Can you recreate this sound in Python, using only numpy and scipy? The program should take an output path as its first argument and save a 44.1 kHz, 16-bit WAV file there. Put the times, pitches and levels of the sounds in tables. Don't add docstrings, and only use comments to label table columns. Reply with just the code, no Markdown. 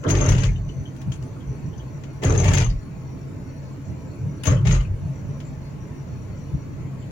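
import sys
import numpy as np
from scipy import signal
from scipy.fft import rfft, irfft, next_fast_len
from scipy.io import wavfile
from scipy.ndimage import uniform_filter1d, map_coordinates

SR = 44100
rng = np.random.default_rng(int(sys.argv[2]) if len(sys.argv) > 2 else 0)


def digitize_waveform(pressure):
    field = np.atleast_2d(pressure).T
    bounded = np.clip(field, -1, 1)
    quanta = np.round(bounded * 32767).astype(np.int16)
    wavfile.write(sys.argv[1], SR, quanta)


N = 313549

# first rib in seconds, last rib in seconds, ribs per second,
# trim lag in seconds, body heave drive in dB, cabin boom drive in dB, tread slap drive in dB, trim buzz drive in dB.
CROSSINGS = [(0.07, 0.297, 45, 0.018, -25, -16, -22.5, -35.5), (0.272, 0.45, 38.6, 0, -20, -13.5, -30, -37),
             (2.243, 2.43, 41.6, -0.0077, -26.5, -14, -22.5, -35),
             (2.455, 2.608, 49.6, 0.0063, -24, -13, -26, -29.5),
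             (4.475, 4.517, 44, -0.012, -28, -11.5, -25.5, -35),
             (4.662, 4.743, 47.5, 0.0027, -18.5, -16.5, -33.5, -34)]
# delay in seconds, rise in seconds, hang-on after the last rib
# in seconds, sag in dB per second, release in dB per second.
HEAVE_SHAPE = (0.064, 0.042, 0.059, 3.9, 140)
BOOM_SHAPE = (0.011, 0.013, 0.024, 11.7, 104)
SLAP_SHAPE = (0.0034, 0.019, 0.0069, 23, 260)
BUZZ_SHAPE = (0.0025, .013, 0.0048, 2.6, 197)
# centre in seconds, bell spread in seconds, heave drive in dB, boom drive in dB.
JOLTS = [(.32, 0.01, -36, -7), (.635, .045, -31.5, -27), (2.495, 0.0096, -35, -12),
         (2.725, 0.035, -18, -34), (4.68, 0.055, -32, -14), (4.915, 0.031, -22.5, -22.5)]
# frequency in Hz, width in Hz, relative level in dB.
BODY_MODES = [(31, 8.3, -13.5), (47.1, 3.9, 0)]
CABIN_MODES = [(76.6, 14, -3), (98.2, 15.8, 3), (133, 21.9, 1), (190, 44, -14)]
PANEL_MODES = [(272.4, 23, 4), (358.6, 39, 0.5), (435.5, 43, 2), (502, 37, -3), (593, 48, -2.5),
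               (912, 39, -11), (1060, 180, -24)]
# frequency in Hz, relative level in dB.
BUZZ_COLOUR = [(500, -3), (900, 6.5), (1400, -2), (2000, 4), (2800, 1), (3600, -8), (5200, -9.5),
               (7100, -3.5), (8000, -21.5), (10500, -21), (13000, -45)]
CHATTER_COLOUR = [(7000, -4), (9000, -3), (10800, -8), (12500, -23), (14000, -11), (15300, -21), (15800, 5)]
# frequency in Hz, left-right correlation.
SHAKE_ALIKE = [(150, 0.96), (350, 0.63), (700, 0.3), (1500, -0.093), (8000, 0.049)]
# frequency in Hz, left minus right in dB.
SHAKE_SIDE = [(100, 2), (300, -4.5), (600, -1), (1200, 0), (2500, 10.5), (4000, 0.5), (7000, 14.5),
              (8800, 1), (10000, -20), (12000, 2), (15000, 0)]

# start in seconds, strength in dB before panning.
JINGLES = [(0.0907, -15), (0.1057, -11.5), (0.1705, -19.5), (0.2109, -12.5), (0.2614, -16.5), (0.2887, -13),
           (0.3107, -12), (.4035, -22), (2.2488, -13.5), (2.2962, -14), (2.3231, -15), (2.3764, -13),
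           (2.3984, -13.5), (2.4813, -18), (2.5346, -12), (2.583, -11), (4.4543, -22), (4.4712, -10.5),
           (4.6723, -24)]
# frequency in Hz, relative level in dB, 60 dB decay in seconds.
METAL_MODES = [(6410, 0.5, 0.13), (6120, 11.5, 0.015), (6430, -4, 0.022), (7200, -3, 0.031),
               (6847, 1, 0.023), (8800, -17.5, 0.029)]
# start in seconds, snap drive in dB, bright chatter drive in dB.
CLACKS = [(0.037, -35.5, -67), (0.0985, -18, -35.5), (0.151, -23.5, -60), (0.288, -24.5, -32.5),
          (0.318, -21, -50), (0.381, -24, -54), (0.4342, -19.5, -53), (0.6876, -46, -73), (.962, -48, -61),
          (1.014, -42, -59), (1.118, -35.5, -55), (1.137, -54, -53), (1.224, -47, -58), (2.036, -39.5, -74),
          (2.2338, -24, -41), (2.441, -22, -45), (2.482, -24, -44), (2.5342, -18.5, -36), (2.572, -17, -46),
          (2.618, -23.5, -73), (4.4347, -30, -42), (4.456, -27, -47), (4.467, -21, -40), (4.651, -31, -63),
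          (4.671, -22.5, -65.5), (4.7093, -22, -54), (4.7474, -30, -65), (4.8074, -38, -67),
          (5.4015, -40, -68.5)]
# start in seconds, drive in dB.
KNOCKS = [(.03, -26.5), (.044, -18.5), (.123, -23), (.211, -20.5), (.25, -27), (.29, -21), (2.253, -21),
          (2.295, -21), (4.471, -19), (4.502, -22), (4.715, -25.5), (4.752, -29)]
# frequency in Hz, relative level in dB.
CLACK_COLOUR = [(300, -20), (900, 0), (2000, 1.5), (3000, 2.5), (3800, -4), (5300, -4), (7200, -2.5),
                (8200, -27), (11000, -21), (13000, -38), (15500, -27)]
KNOCK_COLOUR = [(180, -14), (330, 9), (600, 6.5), (750, -20), (1100, 0.5), (1600, -4.5), (3000, -40),
                (8000, -85)]
# start in seconds, drive in dB, pitch in Hz.
PINGS = [(0.065, -33.5, 3260), (0.437, -30, 2840), (.485, -32, 2170), (0.558, -38, 2960),
         (.69, -40.5, 2960), (0.854, -37.5, 3170), (1.119, -39, 3140), (1.122, -36, 6750),
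         (1.363, -38.5, 1320), (1.405, -47, 3250), (1.731, -48, 3120), (1.777, -43, 6150),
         (1.795, -41, 3130), (2.7, -34.5, 4730), (4.435, -32, 2890), (4.567, -32, 3070), (4.801, -34, 2970),
         (4.848, -37, 2560), (5.403, -46, 3070), (7.023, -48, 2980)]

# time in seconds, pitch in Hz, drive in dB.
WHINE = [(0, 6100, -53), (1.0, 5990, -64.5), (2.05, 5850, -68), (3.3, 5705, -67), (3.902, 5840, -68.5),
         (5.6, 5850, -65), (6.6, 5810, -66), (7.11, 6140, -90)]
# centre in seconds, bell spread in seconds, drone drive in dB, rumble drive in dB.
BUMPS = [(.795, 0.026, -28.5, -37), (1.088, 0.018, -19.5, -48), (1.22, 0.021, -28.5, -40),
         (1.505, 0.024, -29, -29), (1.67, .03, -29, -42), (1.83, 0.022, -54, -33), (3.908, 0.024, -29, -48),
         (4.26, 0.044, -26, -46), (5.07, 0.042, -24, -38), (5.29, 0.02, -26, -48),
         (6.13, 0.016, -29.5, -48), (6.31, 0.013, -30.5, -50), (6.55, 0.017, -22, -29.5),
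         (6.85, 0.06, -34, -48)]
# time in seconds, change in dB.
COARSENESS = [(0, -1.5), (1.8, -0.5), (2.9, -0.5), (4.0, -1.5), (5.3, 1.5), (5.8, -0.5), (7.11, 0.5)]
# frequency in Hz, relative level in dB.
DRONE_COLOUR = [(38, -48), (65, -12.5), (97, -2.5), (118, -7), (132, 4.5), (167, -10), (184, -10),
                (209, -16), (240, -42.5), (310, -46.5), (530, -120)]
RUMBLE_COLOUR = [(12, -41), (28, -25), (45, -8), (65, 4.5), (90, -43), (200, -80)]
RUSH_COLOUR = [(130, -9), (220, -5), (280, -3.5), (372, -11.5), (650, -17.5), (720, -23.5), (1050, -22.5),
               (1200, -29), (2440, -31), (3290, -41), (5400, -43.5), (7000, -40), (8000, -54.5),
               (10400, -64)]
# frequency in Hz, relative level in dB.
MIC_HISS_COLOUR = [(5000, -49), (8300, -2), (10200, 3.5), (12500, 3.5), (13900, -6), (14600, 12),
                   (15300, 11), (15800, 3)]
# frequency in Hz, width in Hz, relative level in dB.
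WHISTLE_MODES = [(4370, 19, 0.5), (6510, 100, -12), (7266, 54, -4), (8770, 91, -15.5), (10130, 110, -13)]
# frequency in Hz, left-right correlation.
BED_ALIKE = [(60, .96), (130, .93), (290, .58), (640, .45), (1410, .05), (3100, .1), (6820, -.1),
             (15000, .1)]
# frequency in Hz, left minus right in dB.
BED_SIDE = [(90, -4), (130, 2), (250, -3.5), (600, -2), (1400, 2), (2500, 7), (4000, 0), (5200, 3),
            (6800, 14.5), (8500, 0), (10000, -12), (14500, 0.5)]

CHATTER_DB = -23
JINGLES_PER_S, JINGLE_DB, JINGLE_SCATTER_DB = 38, 10, 8.5
RATTLES_PER_S, RATTLE_DB, RATTLE_SCATTER_DB = 55, 5, 2
DRONE_DB, RUMBLE_DB, RUSH_DB = -35, -46, -41
RUMBLE_GROWS, RUSH_GROWS = 2, 0.31
CAVITY_HZ, CAVITY_WIDTH_HZ, CAVITY_DB, CAVITY_FALL_DB = 216.2, 9.7, -56, 3.5
AGC_DB, AGC_SLOPE, AGC_RECOVERY = -23.5, 0.25, 29.3
TOP_HZ = 15850


def strips(heave, boom, slap, buzz):
    blows = rib_blows(scatter=0.00203, size_db=7.5)
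    body = resonate(blows + 3.1 * noise()[0], BODY_MODES)
    body = steady(band(body[None], 22, 85), 0.48)
    air = shaken_image(noise() + np.outer([.9, 0], blows))
    air = steady(band(resonate(air, CABIN_MODES), 57.5, 212), 0.053)

    t = np.arange(SR // 10) / SR
    after_blows = signal.fftconvolve(blows, amp(-60 * t / 0.36))[:N]
    flurry = np.sqrt(7.0 + unit(np.abs(after_blows)))
    tread = shaken_image(flurry * noise() + np.outer([.7, 0], blows))
    tread = patchy(tread, depth_db=4.0, width_hz=42.06, life=.08)
    tread = steady(band(resonate(tread, PANEL_MODES), 156, 1320, order=3), 0.029)

    contacts = patchy(flurry * noise(), depth_db=5, width_hz=90, life=.04)
    contacts *= amp(1.56 * wobble(600) + 1.2 * wobble(110))
    trim = steady(shaken_image(coloured(contacts, BUZZ_COLOUR)), 0.058)

    chatter = patchy(noise(), depth_db=7.5, width_hz=270, life=0.019) * amp(1.2 * wobble(220))
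    chatter = steady(shaken_image(coloured(chatter, CHATTER_COLOUR)), 0.055)
    hits = [(s, db) for s, _, db in CLACKS]
    snaps = struck(hits, attack=0.0011, t60=0.11, tail_db=-5, tail_t60=0.095)
    sizzle = np.hypot(amp(CHATTER_DB) * buzz, snaps)

    low = amp(2.5) * heave * body + amp(0.63) * boom * air + amp(0.06) * slap * tread
    return low + amp(0.37) * buzz * trim + amp(7.5) * sizzle * chatter


def rib_blows(scatter, size_db):
    blows = np.zeros(N)
    for first, last, rate, *_ in CROSSINGS:
        slip, size = rng.standard_normal((2, 16))
        s = first + np.arange(16) / rate
        at = np.clip((s + scatter * slip) * SR, 0, N - 1).astype(int)
        blows += np.bincount(at, amp(size_db * size) * (s <= last), N)
    return unit(blows)


def shaking():
    *_, trim_lags, heave_db, boom_db, slap_db, buzz_db = np.transpose(CROSSINGS)
    heave, boom = shaken(heave_db, HEAVE_SHAPE), shaken(boom_db, BOOM_SHAPE)
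    slap, buzz = shaken(slap_db, SLAP_SHAPE), shaken(buzz_db, BUZZ_SHAPE, trim_lags)
    bounce, thud = swells(JOLTS)
    return np.hypot(heave, bounce), np.hypot(boom, thud), slap, buzz


def shaken(levels_db, shape, lags=0):
    delay, rise, hang, sag, release = shape
    t = np.arange(N) / SR
    power = np.zeros(N)
    firsts, lasts, *_ = np.transpose(CROSSINGS)
    for first, last, db in zip(firsts + lags, lasts, levels_db):
        early = np.maximum(0, first + delay - t)
        fall_db = sag * np.maximum(0, t - first) + release * np.maximum(0, t - last - hang)
        power += (amp(db - fall_db) * np.exp(-(early / rise) ** 2)) ** 2
    return np.sqrt(power)


def jingle(strikes, detune=0.0102, vary_db=4, attack=0.0013):
    t = np.arange(SR // 6) / SR
    hz, level, t60 = np.transpose(METAL_MODES)[:, :, None]
    out = np.zeros((2, N + SR))
    for s, db in strikes:
        size, pitch = rng.standard_normal((2, len(METAL_MODES), 1))
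        share = amp(level + vary_db * size)
        share /= np.linalg.norm(share)
        phase = 2 * np.pi * (hz * (1 + detune * pitch) * t + rng.random((2, len(METAL_MODES), 1)))
        ring = (share * amp(-60 * t / t60) * np.sin(phase)).sum(1)
        out[:, round(s * SR):][:, :len(t)] += amp(db) * ring * (1 - np.exp(-t / attack))
    return out[:, :N] * amp([[4], [-13]])


def rattle(strikes):
    ring = unit(shaken_image(coloured(noise(), CLACK_COLOUR)))
    return struck(strikes, attack=0.00065, t60=0.016, tail_db=-19, tail_t60=0.056) * ring


def tossed(buzz, per_s, level_db, scatter_db):
    slip, size = rng.standard_normal((1024, 2)).T
    s = (np.arange(len(slip)) + 0.33 * slip) / per_s
    buzz_at = np.interp(s, np.arange(N) / SR, buzz, left=0, right=0)
    buzz_db = 20 * np.log10(buzz_at + 1e-9)
    strike_db = buzz_db + level_db + scatter_db * np.tanh(size)
    loose = buzz_db > -41
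    return list(zip(s[loose], strike_db[loose]))


def clacks():
    hits = [(s, db) for s, db, _ in CLACKS]
    snap = struck(hits, attack=0.0017, t60=0.024, tail_db=-6, tail_t60=0.15)
    knock = struck(KNOCKS, attack=0.0043, t60=0.089, tail_db=1.5, tail_t60=0.41)
    plastic = amp(-5.0) * snap * knock_noise(CLACK_COLOUR, depth_db=1.0)
    suspension = amp(-12) * knock * knock_noise(KNOCK_COLOUR, depth_db=3)
    return plastic + suspension


def knock_noise(colour, depth_db):
    grain = patchy(noise(), depth_db, width_hz=130, life=.06)
    return unit(shaken_image(coloured(grain, colour)))


def pings(t60=0.12, cluster=0.04, attack=0.0017):
    t = np.arange(SR // 4) / SR
    out = np.zeros((2, N + SR))
    for s, db, hz in PINGS:
        modes = hz * (1 + cluster * rng.laplace(size=(16, 1)))
        ring = np.sin(2 * np.pi * (modes * t + rng.random((2, 16, 1)))).mean(1)
        level = amp(db + 8.5 - 60 * t / t60) * (1 - np.exp(-t / attack))
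        out[:, round(s * SR):][:, :len(t)] += level * ring
    return out[:, :N] * amp([[4], [-2]])


def whine(width_hz=80, flicker_db=5.0):
    s, hz, db = np.transpose(WHINE)
    t = np.arange(N) / SR
    pitch = np.interp(t, s, hz) + 30 * wobble(7.1)
    phase = 2 * np.pi * np.cumsum(pitch) / SR
    a, b = filtered(noise(), lambda f: 1 / (1 + (f / width_hz) ** 2))
    tone = unit(a * np.cos(phase) + b * np.sin(phase))
    flicker = amp(flicker_db * np.tanh(2 * wobble(18)))
    return amp(np.interp(t, s, db)) * flicker * tone * amp([[2], [-7]])


def background():
    coarse_db = np.interp(np.arange(N) / SR, *np.transpose(COARSENESS))
    return drone_and_rumble(coarse_db) + rush(coarse_db) + tyre_cavity() + whistles() + microphone_hiss()


def drone_and_rumble(coarse_db):
    bump_drone, bump_rumble = swells(BUMPS)
    drone = np.hypot(amp(DRONE_DB + coarse_db + 0.66 * wobble(13)), bump_drone)
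    rumble_db = RUMBLE_DB + RUMBLE_GROWS * coarse_db + 2.4 * np.tanh(wobble(6))
    rumble = np.hypot(amp(rumble_db), bump_rumble)
    drone_noise = steady(bed_image(coloured(noise(), DRONE_COLOUR)), 0.14)
    rumble_noise = steady(bed_image(coloured(noise(), RUMBLE_COLOUR)), .2)
    return amp(1.0) * drone * drone_noise + amp(-1.0) * rumble * rumble_noise


def rush(coarse_db):
    grain = patchy(noise(), depth_db=3.0, width_hz=70, life=.07)
    return amp(RUSH_DB + RUSH_GROWS * coarse_db) * bed_image(coloured(grain, RUSH_COLOUR))


def tyre_cavity():
    overtones = [(k * CAVITY_HZ, CAVITY_WIDTH_HZ, -CAVITY_FALL_DB * k) for k in range(2, 8)]
    return amp(CAVITY_DB) * bed_image(band(resonate(noise(), overtones), 300, 1800))


def whistles():
    grain = patchy(noise(), depth_db=6, width_hz=300, life=0.042)
    return amp(-69.0) * bed_image(band(resonate(grain, WHISTLE_MODES), 3200, 11200))


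def microphone_hiss():
    return amp(-72.0) * bed_image(coloured(noise(), MIC_HISS_COLOUR))


def bed_image(x):
    return unit(spread(x, BED_ALIKE, BED_SIDE))


def shaken_image(pair):
    return spread(pair, SHAKE_ALIKE, SHAKE_SIDE)


def struck(events, attack, t60, tail_db, tail_t60):
    t = np.arange(SR // 3) / SR
    decay = amp(-60 * t / t60) + amp(tail_db - 60 * t / tail_t60)
    shape = (1 - np.exp(-t / attack)) * decay
    level = np.zeros(N + SR)
    for s, db in events:
        level[round(s * SR):][:len(t)] += amp(db) * shape
    return level[:N]


def swells(rows):
    t = np.arange(N) / SR
    return sum(np.outer(amp(db), np.exp(-((t - s) / half) ** 2 / 2)) for s, half, *db in rows)


def patchy(x, depth_db, width_hz, life):
    hz, t, z = signal.stft(x, SR, nperseg=1024)
    grid = np.meshgrid(hz / width_hz, t / life, indexing="ij")
    field = map_coordinates(rng.standard_normal((300, 400)), grid, order=2, mode="wrap")
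    return signal.istft(z * amp(depth_db * field), SR, nperseg=1024)[1][:, :N]


def steady(x, span):
    window = np.hanning(int(span * SR))
    power = signal.fftconvolve(x.mean(0) ** 2, window / window.sum(), "same")
    return x / np.sqrt(np.abs(power) + 1e-4 * power.mean())


def spread(pair, alike, side):
    size = next_fast_len(N + SR // 10)
    hz = np.fft.rfftfreq(size, 1 / SR)
    centre, width = rfft(pair, size)
    width *= np.tan(np.arccos(np.clip(along(alike, hz), -.99, .99)) / 2)
    lean = amp(np.outer([.5, -.5], along(side, hz)))
    lean /= np.sqrt(np.mean(lean ** 2, 0))
    return irfft(np.array([centre + width, centre - width]) * lean, size)[:, :N]


def resonate(x, modes):
    def response(f):
        total = 0
        for k, (c, w, db) in enumerate(modes):
            total = total + (-1) ** k * amp(db) * 1j * f * w / (c * c - f * f + 1j * f * w)
        return total
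    return filtered(x, response)


def coloured(x, spectrum):
    return filtered(x, lambda hz: amp(along(spectrum, hz)))


def band(x, low_hz, high_hz, order=4):
    sos = signal.butter(order, [low_hz, high_hz], "band", fs=SR, output="sos")
    return signal.sosfilt(sos, x)


def filtered(x, response):
    m = next_fast_len(N + SR // 4)
    return irfft(rfft(x, m) * response(np.fft.rfftfreq(m, 1 / SR)), m)[..., :N]


def noise():
    return rng.standard_normal((2, N))


def wobble(rate):
    return map_coordinates(rng.standard_normal(4096), [np.arange(N) * rate / SR], order=2, mode="wrap")


def along(points, hz):
    f, v = np.transpose(points)
    return np.interp(np.log(hz + 1), np.log(f + 1), v)


def unit(x):
    return x / np.sqrt(np.mean(np.atleast_2d(x).mean(0) ** 2) + 1e-20)


def amp(db):
    return 10 ** (np.asarray(db) / 20)


def scene():
    heave, boom, slap, buzz = shaking()
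    metal = jingle(JINGLES + tossed(buzz, JINGLES_PER_S, JINGLE_DB, JINGLE_SCATTER_DB))
    taps = rattle(tossed(buzz, RATTLES_PER_S, RATTLE_DB, RATTLE_SCATTER_DB))
    return strips(heave, boom, slap, buzz) + metal + taps + clacks() + pings() + whine() + background()


def record(dry):
    power = uniform_filter1d(np.mean(dry ** 2, 0), SR // 25)
    level_db = 10 * np.log10(np.abs(power) + 1e-12)
    ramp = AGC_RECOVERY * np.arange(N) / SR
    held_db = np.maximum.accumulate(level_db + ramp) - ramp
    gain = amp(-AGC_SLOPE * np.maximum(0, held_db - AGC_DB))
    return filtered(dry * gain, lambda hz: hz < TOP_HZ)


dry = scene()
out = record(dry)
digitize_waveform(out)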